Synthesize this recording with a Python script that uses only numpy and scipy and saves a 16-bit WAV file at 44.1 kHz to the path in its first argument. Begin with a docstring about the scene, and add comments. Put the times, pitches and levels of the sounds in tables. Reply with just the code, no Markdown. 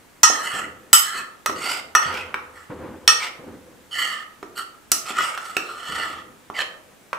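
"""Hard-walled kitchen: a steel spoon stirs dry flour in a ceramic baking dish on a counter.
Clinks are a noise crack plus dish modes; taps through the flour are damped clinks with a short knock.
Scrapes over the glaze are random grains driving spoon resonances and dish modes.
Far off in the house dull bumps rumble as coloured noise, over quiet air of steady random spectra.
Sparse echoes answer the dish; the loudest clinks overload the recorder."""
import sys
import numpy as np
from scipy import signal
from scipy.fft import rfft, irfft
from scipy.io import wavfile
from scipy.ndimage import uniform_filter1d

SR = 44100
rng = np.random.default_rng(int(sys.argv[2]) if len(sys.argv) > 2 else 0)


def waveform_to_disk(signal):
    """Save audio, clipped to [-1, 1], as 16-bit WAV at the path in sys.argv[1]."""
    frames = np.transpose(np.atleast_2d(signal))
    scaled = np.clip(frames, -1, 1) * 32767
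    samples = np.round(scaled).astype(np.int16)
    wavfile.write(sys.argv[1], SR, samples)


N = 316638

# Quiet kitchen air, relative spectrum: (frequency [Hz], density [dB])
AIR_SPECTRUM = [(25, -16), (274, -7.5), (686, -13.5), (1720, -15.5), (5090, -25.5), (7510, -23.5),
                (15500, -30.5)]
# Decay of the kitchen echoes: (frequency [Hz], t60 [s])
KITCHEN_T60 = [(100, 0.24), (500, 0.92), (1500, 0.45), (5000, 0.36), (12000, 0.3)]
# Dull bumps far off in the house: (time [s], level [dB], gain at 900 Hz and above [dB])
THUD_EVENTS = [(0.534, -42.5, 10), (1.485, -42.5, -3), (2.057, -35, 26.5), (2.697, -33.5, 15),
               (3.39, -40.5, 11), (5.89, -41, 1)]
# Rumble of the bumps, relative spectrum: (frequency [Hz], density [dB])
RUMBLE_SPECTRUM = [(30, -21), (160, -6), (300, 0.5), (510, -6), (700, -21.5), (1500, -29.5), (3500, -48.5),
                   (8000, -74)]
# Modes of the dish's floor: (frequency [Hz]) and (strength [dB])
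FLOOR_MODE_HZ = [908, 1260, 1345, 1850, 2600, 2885, 3345, 4290, 5495, 5765, 6145, 6500, 8420, 10050, 11200,
                 13500]
FLOOR_MODE_DB = [-12, -3.5, -4, -5.5, -10.5, -11.5, -10.5, -10.5, -2.5, 2, -6.5, -4, -1, -3, -9, -12]
# Modes of the dish's wall: (frequency [Hz]) and (strength [dB])
WALL_MODE_HZ = [1230, 1347, 1900, 3030, 3350, 5235, 6590, 6655, 7872, 8360, 9420, 10090, 11700, 14865]
WALL_MODE_DB = [1, 4, -7, -5.5, -8, 4, -10.5, -5, 6.5, -4.5, -1, -11.5, 5, -10.5]
# Decay of the dish modes: (frequency [Hz], t60 [s])
MODE_T60 = [(1300, 0.12), (3000, 0.16), (6000, 0.1)]
# Spoon on bare dish: (time [s], level [dB], 350 Hz body [dB], 3.3 kHz [dB], 6.5 kHz [dB], 12 kHz [dB],
# spot struck [0 floor to 1 wall], ring against crack [dB])
CLINK_EVENTS = [(0.232, -3.5, -14, -6, -1, -20, 0.23, 0), (0.93, -6, -13.5, -1.5, 3.5, -5.5, 0.89, -4.5),
                (1.46, -11, -10.5, -12.5, -11, -17.5, 0.22, -5.5),
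                (1.95, -9.5, -7, -8.5, -13.5, -21.5, 0.16, 4),
                (3.077, -8, -9.5, 3, -0.5, -13.5, 0.086, -1.5), (4.917, -15, -5.5, -2.5, 5, 0, 0.23, -8)]
# Muffled taps through the flour: (time [s], level [dB], body [dB], treble [dB], knock [Hz])
TAP_EVENTS = [(0.3, -22, 12.5, -24, 593), (1.496, -18, 8, -32, 1270), (2.141, -22.5, 5, -18, 1300),
              (2.342, -15, -6, -26, 2280), (4.428, -28, 11, -20.5, 1180), (5.105, -24, 9, -19, 3390),
              (5.376, -18.5, -15.5, -19.5, 1640), (5.567, -9, -6, -16.5, 2640),
              (6.5, -29.5, 13.5, -24.5, 1156), (7.13, -14, 0, -27.5, 1156)]
# Pushes of the spoon over the glaze: (start [s], rise [s], fall [s], peak level [dB], 3 kHz edge [dB],
# 4.4 kHz edge [dB], hiss [dB], grit [dB],
# second resonance, set by the spoon's tilt: first [Hz], last [Hz], level offset [dB])
STROKE_EVENTS = [(.29, 0.013, 0.81, -31, -9.5, -8, -8, -13, 1800, 1700, 9),
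                 (.4, 0.057, 0.068, -30, -4.5, -9.5, -7, -11, 1770, 2030, -1),
                 (0.499, 0.051, 0.11, -30, -8, -19, -8, -6.5, 1600, 1940, -1.5),
                 (1.01, 0.059, 0.25, -34, -4.5, -7.5, -4.5, -15, 1710, 1740, 8),
                 (1.119, 0.058, 0.041, -27.5, -14, -11.5, -13.5, -10, 1950, 1705, -1),
                 (1.55, 0.15, 0.11, -32, -8, -3, -3.5, 2.5, 2000, 2230, 2.5),
                 (2.01, 0.014, 0.31, -32, -28, -11, -14.5, -4, 1880, 2180, -0.5),
                 (2.09, 0.098, 0.033, -35, -17, -20, -23, -1.5, 2200, 2590, 6),
                 (2.52, 0.044, 0.11, -47.5, -24.5, -20.5, -9.5, -10, 1856, 1860, -0.5),
                 (3.19, 0.031, 0.068, -33.5, -35, -15, -14, 3.5, 2290, 2050, 9.5),
                 (3.903, 0.11, 0.23, -26.5, -2.5, -9, -8.5, -6.5, 1880, 1860, 6),
                 (4.552, 0.029, 0.045, -34, -7.5, -5, -5, -17, 1920, 1790, -3),
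                 (5.03, 0.068, 0.03, -34, -24, -17, -7, 0, 1820, 1830, -24),
                 (5.13, 0.061, 0.065, -23, -24, -31, -16, -7, 1880, 1890, -5.5),
                 (5.2, 0.03, 0.2, -30.5, -7.5, -30, -6, -5, 2000, 2320, -8),
                 (5.36, 0.12, 0.19, -39, -28, -20, -8, -4.5, 1860, 1820, -3),
                 (5.58, 0.11, 0.8, -40, -26, -12, -11.5, -5, 1730, 1810, -8),
                 (5.76, 0.23, 0.24, -31, -6.5, -12, -12.5, -4, 1840, 1844, -0.5),
                 (6.538, 0.065, 0.023, -27.5, -6, -12, -24, 0, 2150, 1570, 11.5)]
# Spoon bowl damped by flour: (frequency [Hz], width [Hz], level [dB])
BOWL_MODES = [(860, 800, -3.5), (1299, 272, 9.5), (1824, 340, 7)]
# Spoon edge: (frequency [Hz], width [Hz])
EDGE_MODES = [(3050, 300), (4380, 500)]
# Spoon hiss: (frequency [Hz], width [Hz], level [dB])
HISS_MODES = [(5360, 1600, 3), (6960, 1800, 4), (7900, 1200, 8), (9160, 740, 1), (11860, 1300, -2.5)]

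AIR_DB = -52
LIKENESS = 0.35  # left-right likeness of the air, 0 to 1
RUMBLE_SIDE = 0.3  # share of the rumble that differs left from right
MODE_TURN_RAD = 1.066  # spread of each mode's phase between the sides
KNOCK_DB, KNOCK_T60_S = 0, 0.016
RISE_DB = -19.5  # stroke start against its peak
FALL_DB_PER_S = -70  # mean loss as the spoon slows, until it lifts off
LIFT_BEND = 1.26  # the fall starts slowly and steepens towards the lift
EDGE_DULLS, HISS_DULLS = 1, 0.97  # extra loss [dB] per dB that the slowing spoon falls
WAVER = 0.017  # rms share by which the spoon resonances drift
GLAZE_RING_DB, FLOUR_T60_S = -7.5, 0.05  # dish modes rung by the scrape; extra damping by flour
BAND_LIMIT_HZ = 15650


def gain_of(db):
    """Converts dB to amplitude."""
    return 10 ** (np.asarray(db) / 20)


def evened(x):
    """Scales to rms 1."""
    return x / np.sqrt(np.mean(x ** 2) + 1e-20)


def read(points, hz):
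    """Interpolates a table on a log-frequency axis."""
    f, value = np.transpose(points)
    return np.interp(np.log(hz + 1), np.log(f + 1), value)


def shaped(x, points):
    """Colours x by a (frequency [Hz], gain [dB]) table."""
    hz = np.fft.rfftfreq(x.shape[-1], 1 / SR)
    return irfft(rfft(x) * gain_of(read(points, hz)), x.shape[-1])


def wander(length, span):
    """Twice-smoothed noise of rms 1; span in samples."""
    noise = rng.standard_normal(length)
    return evened(uniform_filter1d(uniform_filter1d(noise, span), span))


def resonate(x, hz, width_hz):
    """Gliding resonance: shifts the curve hz down to zero, smooths twice, shifts back."""
    turn = np.exp(2j * np.pi * np.cumsum(hz) / SR)
    r = np.exp(-np.pi * width_hz / SR)
    smooth = signal.lfilter([(1 - r) ** 2], [1, -2 * r, r * r], x / turn)
    return (turn * smooth).real / np.sqrt(width_hz)


def add(mix, start_s, sound):
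    """Mixes a sound in at start_s, cut at the end of the mix."""
    part = mix[:, round(start_s * SR):][:, :sound.shape[-1]]
    part += sound[..., :part.shape[-1]]


def panned(x, db):
    """Makes the left side db louder than the right."""
    return x * gain_of([[db / 2], [-db / 2]])


def air():
    """Quiet air: steady random spectra with faint drifting patches."""
    frames, hz = N // 256 + 5, np.fft.rfftfreq(1024, 1 / SR)
    a, b, c, d, patches = rng.standard_normal((frames, 513, 5)).T
    patches = evened(uniform_filter1d(uniform_filter1d(patches, 12, 0), 20, 1))
    same = np.clip(LIKENESS, -1, 1)
    left, other = a + 1j * b, c + 1j * d
    z = np.array([left, same * left + np.sqrt(1 - same ** 2) * other])
    z *= gain_of(read(AIR_SPECTRUM, hz)[:, None] + 0.62 * patches)
    noise = signal.istft(z, nperseg=1024, noverlap=768)[1][:, :N]
    return gain_of(AIR_DB) * evened(noise)


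def thud(db, bright_db):
    """Soft low push, then a lumpy rumble that dies in far rooms, nearly alike on both sides."""
    t = np.arange(1.4 * SR) / SR
    noise = rng.standard_normal((3, len(t)))
    colour = [(450, 0.013), (900, bright_db)]
    mid, side = (evened(shaped(shaped(z, RUMBLE_SPECTRUM), colour)) for z in noise[:2])
    rumble = np.array([mid + RUMBLE_SIDE * side, mid - RUMBLE_SIDE * side])
    rumble = rumble * gain_of(2.8 * wander(len(t), 2000) - 60 * t / 1.56)
    room_mode = evened(resonate(noise[2], np.full(len(t), 84.), 17)) * gain_of(-12.5 - 60 * t / 2.0)
    panel_hum = evened(resonate(noise[2], np.full(len(t), 505.), 30)) * gain_of(-7.0 - 60 * t / 1.7)
    push = np.sin(2 * np.pi * 150 * t) * gain_of(-60 * t / 0.039) * np.minimum(t / 0.0061, 1)
    onset = np.minimum(t / 0.0054, 1)
    return gain_of(db) * ((rumble + room_mode + panel_hum) * onset + 3.9 * push)


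def kitchen(x):
    """Sparse echoes of random sign, each band dying at its own speed; bass alike on both sides."""
    echoes = np.zeros((2, SR))
    at = np.arange(120, SR - 20, 20) + rng.integers(0, 20, (2, (SR - 121) // 20))
    np.put_along_axis(echoes, at, rng.choice([-1., 1.], at.shape), 1)
    hz, t, z = signal.stft(echoes, SR, nperseg=512)
    same = np.clip(read([(400, 1.0), (900, 0.019)], hz), 0, 1)[:, None]
    z[1] = same * z[0] + np.sqrt(1 - same ** 2) * z[1]
    decay = gain_of(-60 * t / read(KITCHEN_T60, hz)[:, None])
    tail = signal.istft(z * decay, SR, nperseg=512)[1]
    return signal.fftconvolve(x, tail / np.linalg.norm(tail[0]), axes=1)[:, :N]


def ring(hz, db, t):
    """Dish modes: dying sines of random phase and fluttering level, phases differing left and right."""
    hz, db = np.array([hz, db])[:, :, None]
    flutter_db = 5.65 * np.array([wander(len(t), 200) for _ in hz])
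    phase = 2 * np.pi * rng.random(hz.shape) + MODE_TURN_RAD * rng.standard_normal((2, *hz.shape))
    level = gain_of(db + flutter_db - 60 * t / read(MODE_T60, hz))
    return (level * np.sin(2 * np.pi * hz * t + phase)).sum(1)


def clink(db, body_db, mid_db, high_db, top_db, wall, ring_db, crack_t60_s=0.021, size=SR // 4):
    """Spoon on dish: a short noise crack and the floor and wall modes, weighted by the spot struck."""
    t, wall = np.arange(size) / SR, np.clip(wall, 0, 1)
    floor_ring = ring(FLOOR_MODE_HZ, FLOOR_MODE_DB, t)
    wall_ring = ring(WALL_MODE_HZ, WALL_MODE_DB, t)
    rung = (1 - wall) * floor_ring + wall * wall_ring
    crack = rng.standard_normal(len(t)) * gain_of(-60 * t / crack_t60_s)
    colour = [(130, body_db - 17.0), (350, body_db), (1500, 0.003),
              (3300, mid_db), (6500, high_db), (12000, top_db)]
    blow = (gain_of(ring_db) * rung + 4 * crack) * np.minimum(t / 0.001, 1)
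    padded = np.hstack([blow, 0 * blow])  # room for the filter tail
    return gain_of(db) * shaped(padded, colour)[:, :len(t)]


def tap(db, body_db, treble_db, knock_hz):
    """A clink that the flour damps: quick, dull, little ring, one short knock."""
    dull = clink(db, body_db, 0.63 * treble_db, treble_db, treble_db - 7.0, 0.36, -12.5,
                 crack_t60_s=0.018, size=SR // 8)
    t = np.arange(dull.shape[-1]) / SR
    knock = gain_of(db + KNOCK_DB - 60 * t / KNOCK_T60_S) * np.sin(2 * np.pi * knock_hz * t)
    return dull + knock * np.minimum(t / 0.00065, 1)


def spoon(grains, modes, tilt, follow):
    """Spoon resonances driven by grains, each swelling and wavering; tilt shifts each by its own power."""
    total = 0
    for (hz, width_hz, db), power in zip(modes, follow):
        swell = gain_of(db + 2.3 * wander(len(grains), 1500))
        curve_hz = hz * tilt ** power * (1 + WAVER * wander(len(grains), 2000))
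        total = total + swell * resonate(grains, curve_hz, width_hz)
    return evened(total)


def scrape(start_s, rise_s, fall_s, peak_db, edge_db, tip_db, hiss_db, grit_db,
           first_hz, last_hz, second_db):
    """Dense uneven grains under the spoon's edge drive its damped resonances and the low dish modes."""
    t = np.arange(0, rise_s + fall_s, 1 / SR)
    slowing_db = FALL_DB_PER_S * fall_s * (np.maximum(t - rise_s, 0) / fall_s) ** LIFT_BEND
    db = peak_db + RISE_DB * np.maximum(1 - t / rise_s, 0) ** 2 + slowing_db
    edge_dull = gain_of(EDGE_DULLS * slowing_db)
    hiss_db = hiss_db + HISS_DULLS * slowing_db

    size_db = 2.0 * np.minimum(rng.exponential(1, len(t)), 5) + 2.2 * wander(len(t), 220)
    sign = rng.choice([-1., 1.], len(t))
    grains = gain_of(size_db) * sign * (rng.random(len(t)) < 8000 / SR)  # 8000 grains/s

    tilt = np.linspace(first_hz, last_hz, len(t)) / BOWL_MODES[2][0]
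    bowl_modes = BOWL_MODES[:2] + [np.add(BOWL_MODES[2], (0, 0, second_db))]
    sound = spoon(grains, bowl_modes, tilt, [0, .4, 1])
    sound = sound + gain_of(hiss_db) * spoon(grains, HISS_MODES, tilt, [.05] * 5)
    for mode, level_db, power in zip(EDGE_MODES, (edge_db, tip_db), (-.4, .6)):
        sound = sound + edge_dull * gain_of(level_db) * spoon(grains, [(*mode, 0)], tilt, [power])

    # gritty flour sliding, without resonance
    powder = shaped(grains, [(120, -23.5), (500, -2.5), (2700, 6.5), (4500, -5.0), (15000, -24.0)])
    low_cut = signal.butter(2, 170, "high", fs=SR)  # a small dish radiates little bass
    sound = signal.lfilter(*low_cut, sound + gain_of(grit_db) * evened(powder))

    after = np.arange(SR // 20) / SR
    modes = ring(FLOOR_MODE_HZ[:7], FLOOR_MODE_DB[:7], after) * gain_of(-60 * after / FLOUR_T60_S)
    touch = gain_of(db) * signal.windows.tukey(len(t), .08)
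    drive = touch * evened(grains)
    rung = signal.fftconvolve(drive[None], modes / np.linalg.norm(modes[0]), axes=1)
    direct = np.pad(touch * sound, (0, rung.shape[1] - len(t)))
    return start_s, gain_of(GLAZE_RING_DB) * rung + direct


def scene():
    """Quiet air, far bumps, and the dish close by with its echoes."""
    dish, house = np.zeros((2, N)), np.zeros((2, N))
    for start_s, *blow in THUD_EVENTS:
        add(house, start_s, thud(*blow))
    for start_s, *blow in CLINK_EVENTS:
        add(dish, start_s, clink(*blow))
    for start_s, *blow in TAP_EVENTS:
        add(dish, start_s, tap(*blow))
    for stroke in STROKE_EVENTS:
        add(dish, *scrape(*stroke))
    dish = panned(dish, -2.0)
    return air() + house + gain_of(-3.5) * kitchen(dish) + dish


def record(dry):
    """Hard clipping at full scale, then the band limit."""
    low_pass = signal.firwin(511, BAND_LIMIT_HZ, window=("kaiser", 9), fs=SR)
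    return signal.oaconvolve(np.clip(dry, -1, 1), low_pass[None], "same")


dry = scene()
out = record(dry)
waveform_to_disk(out)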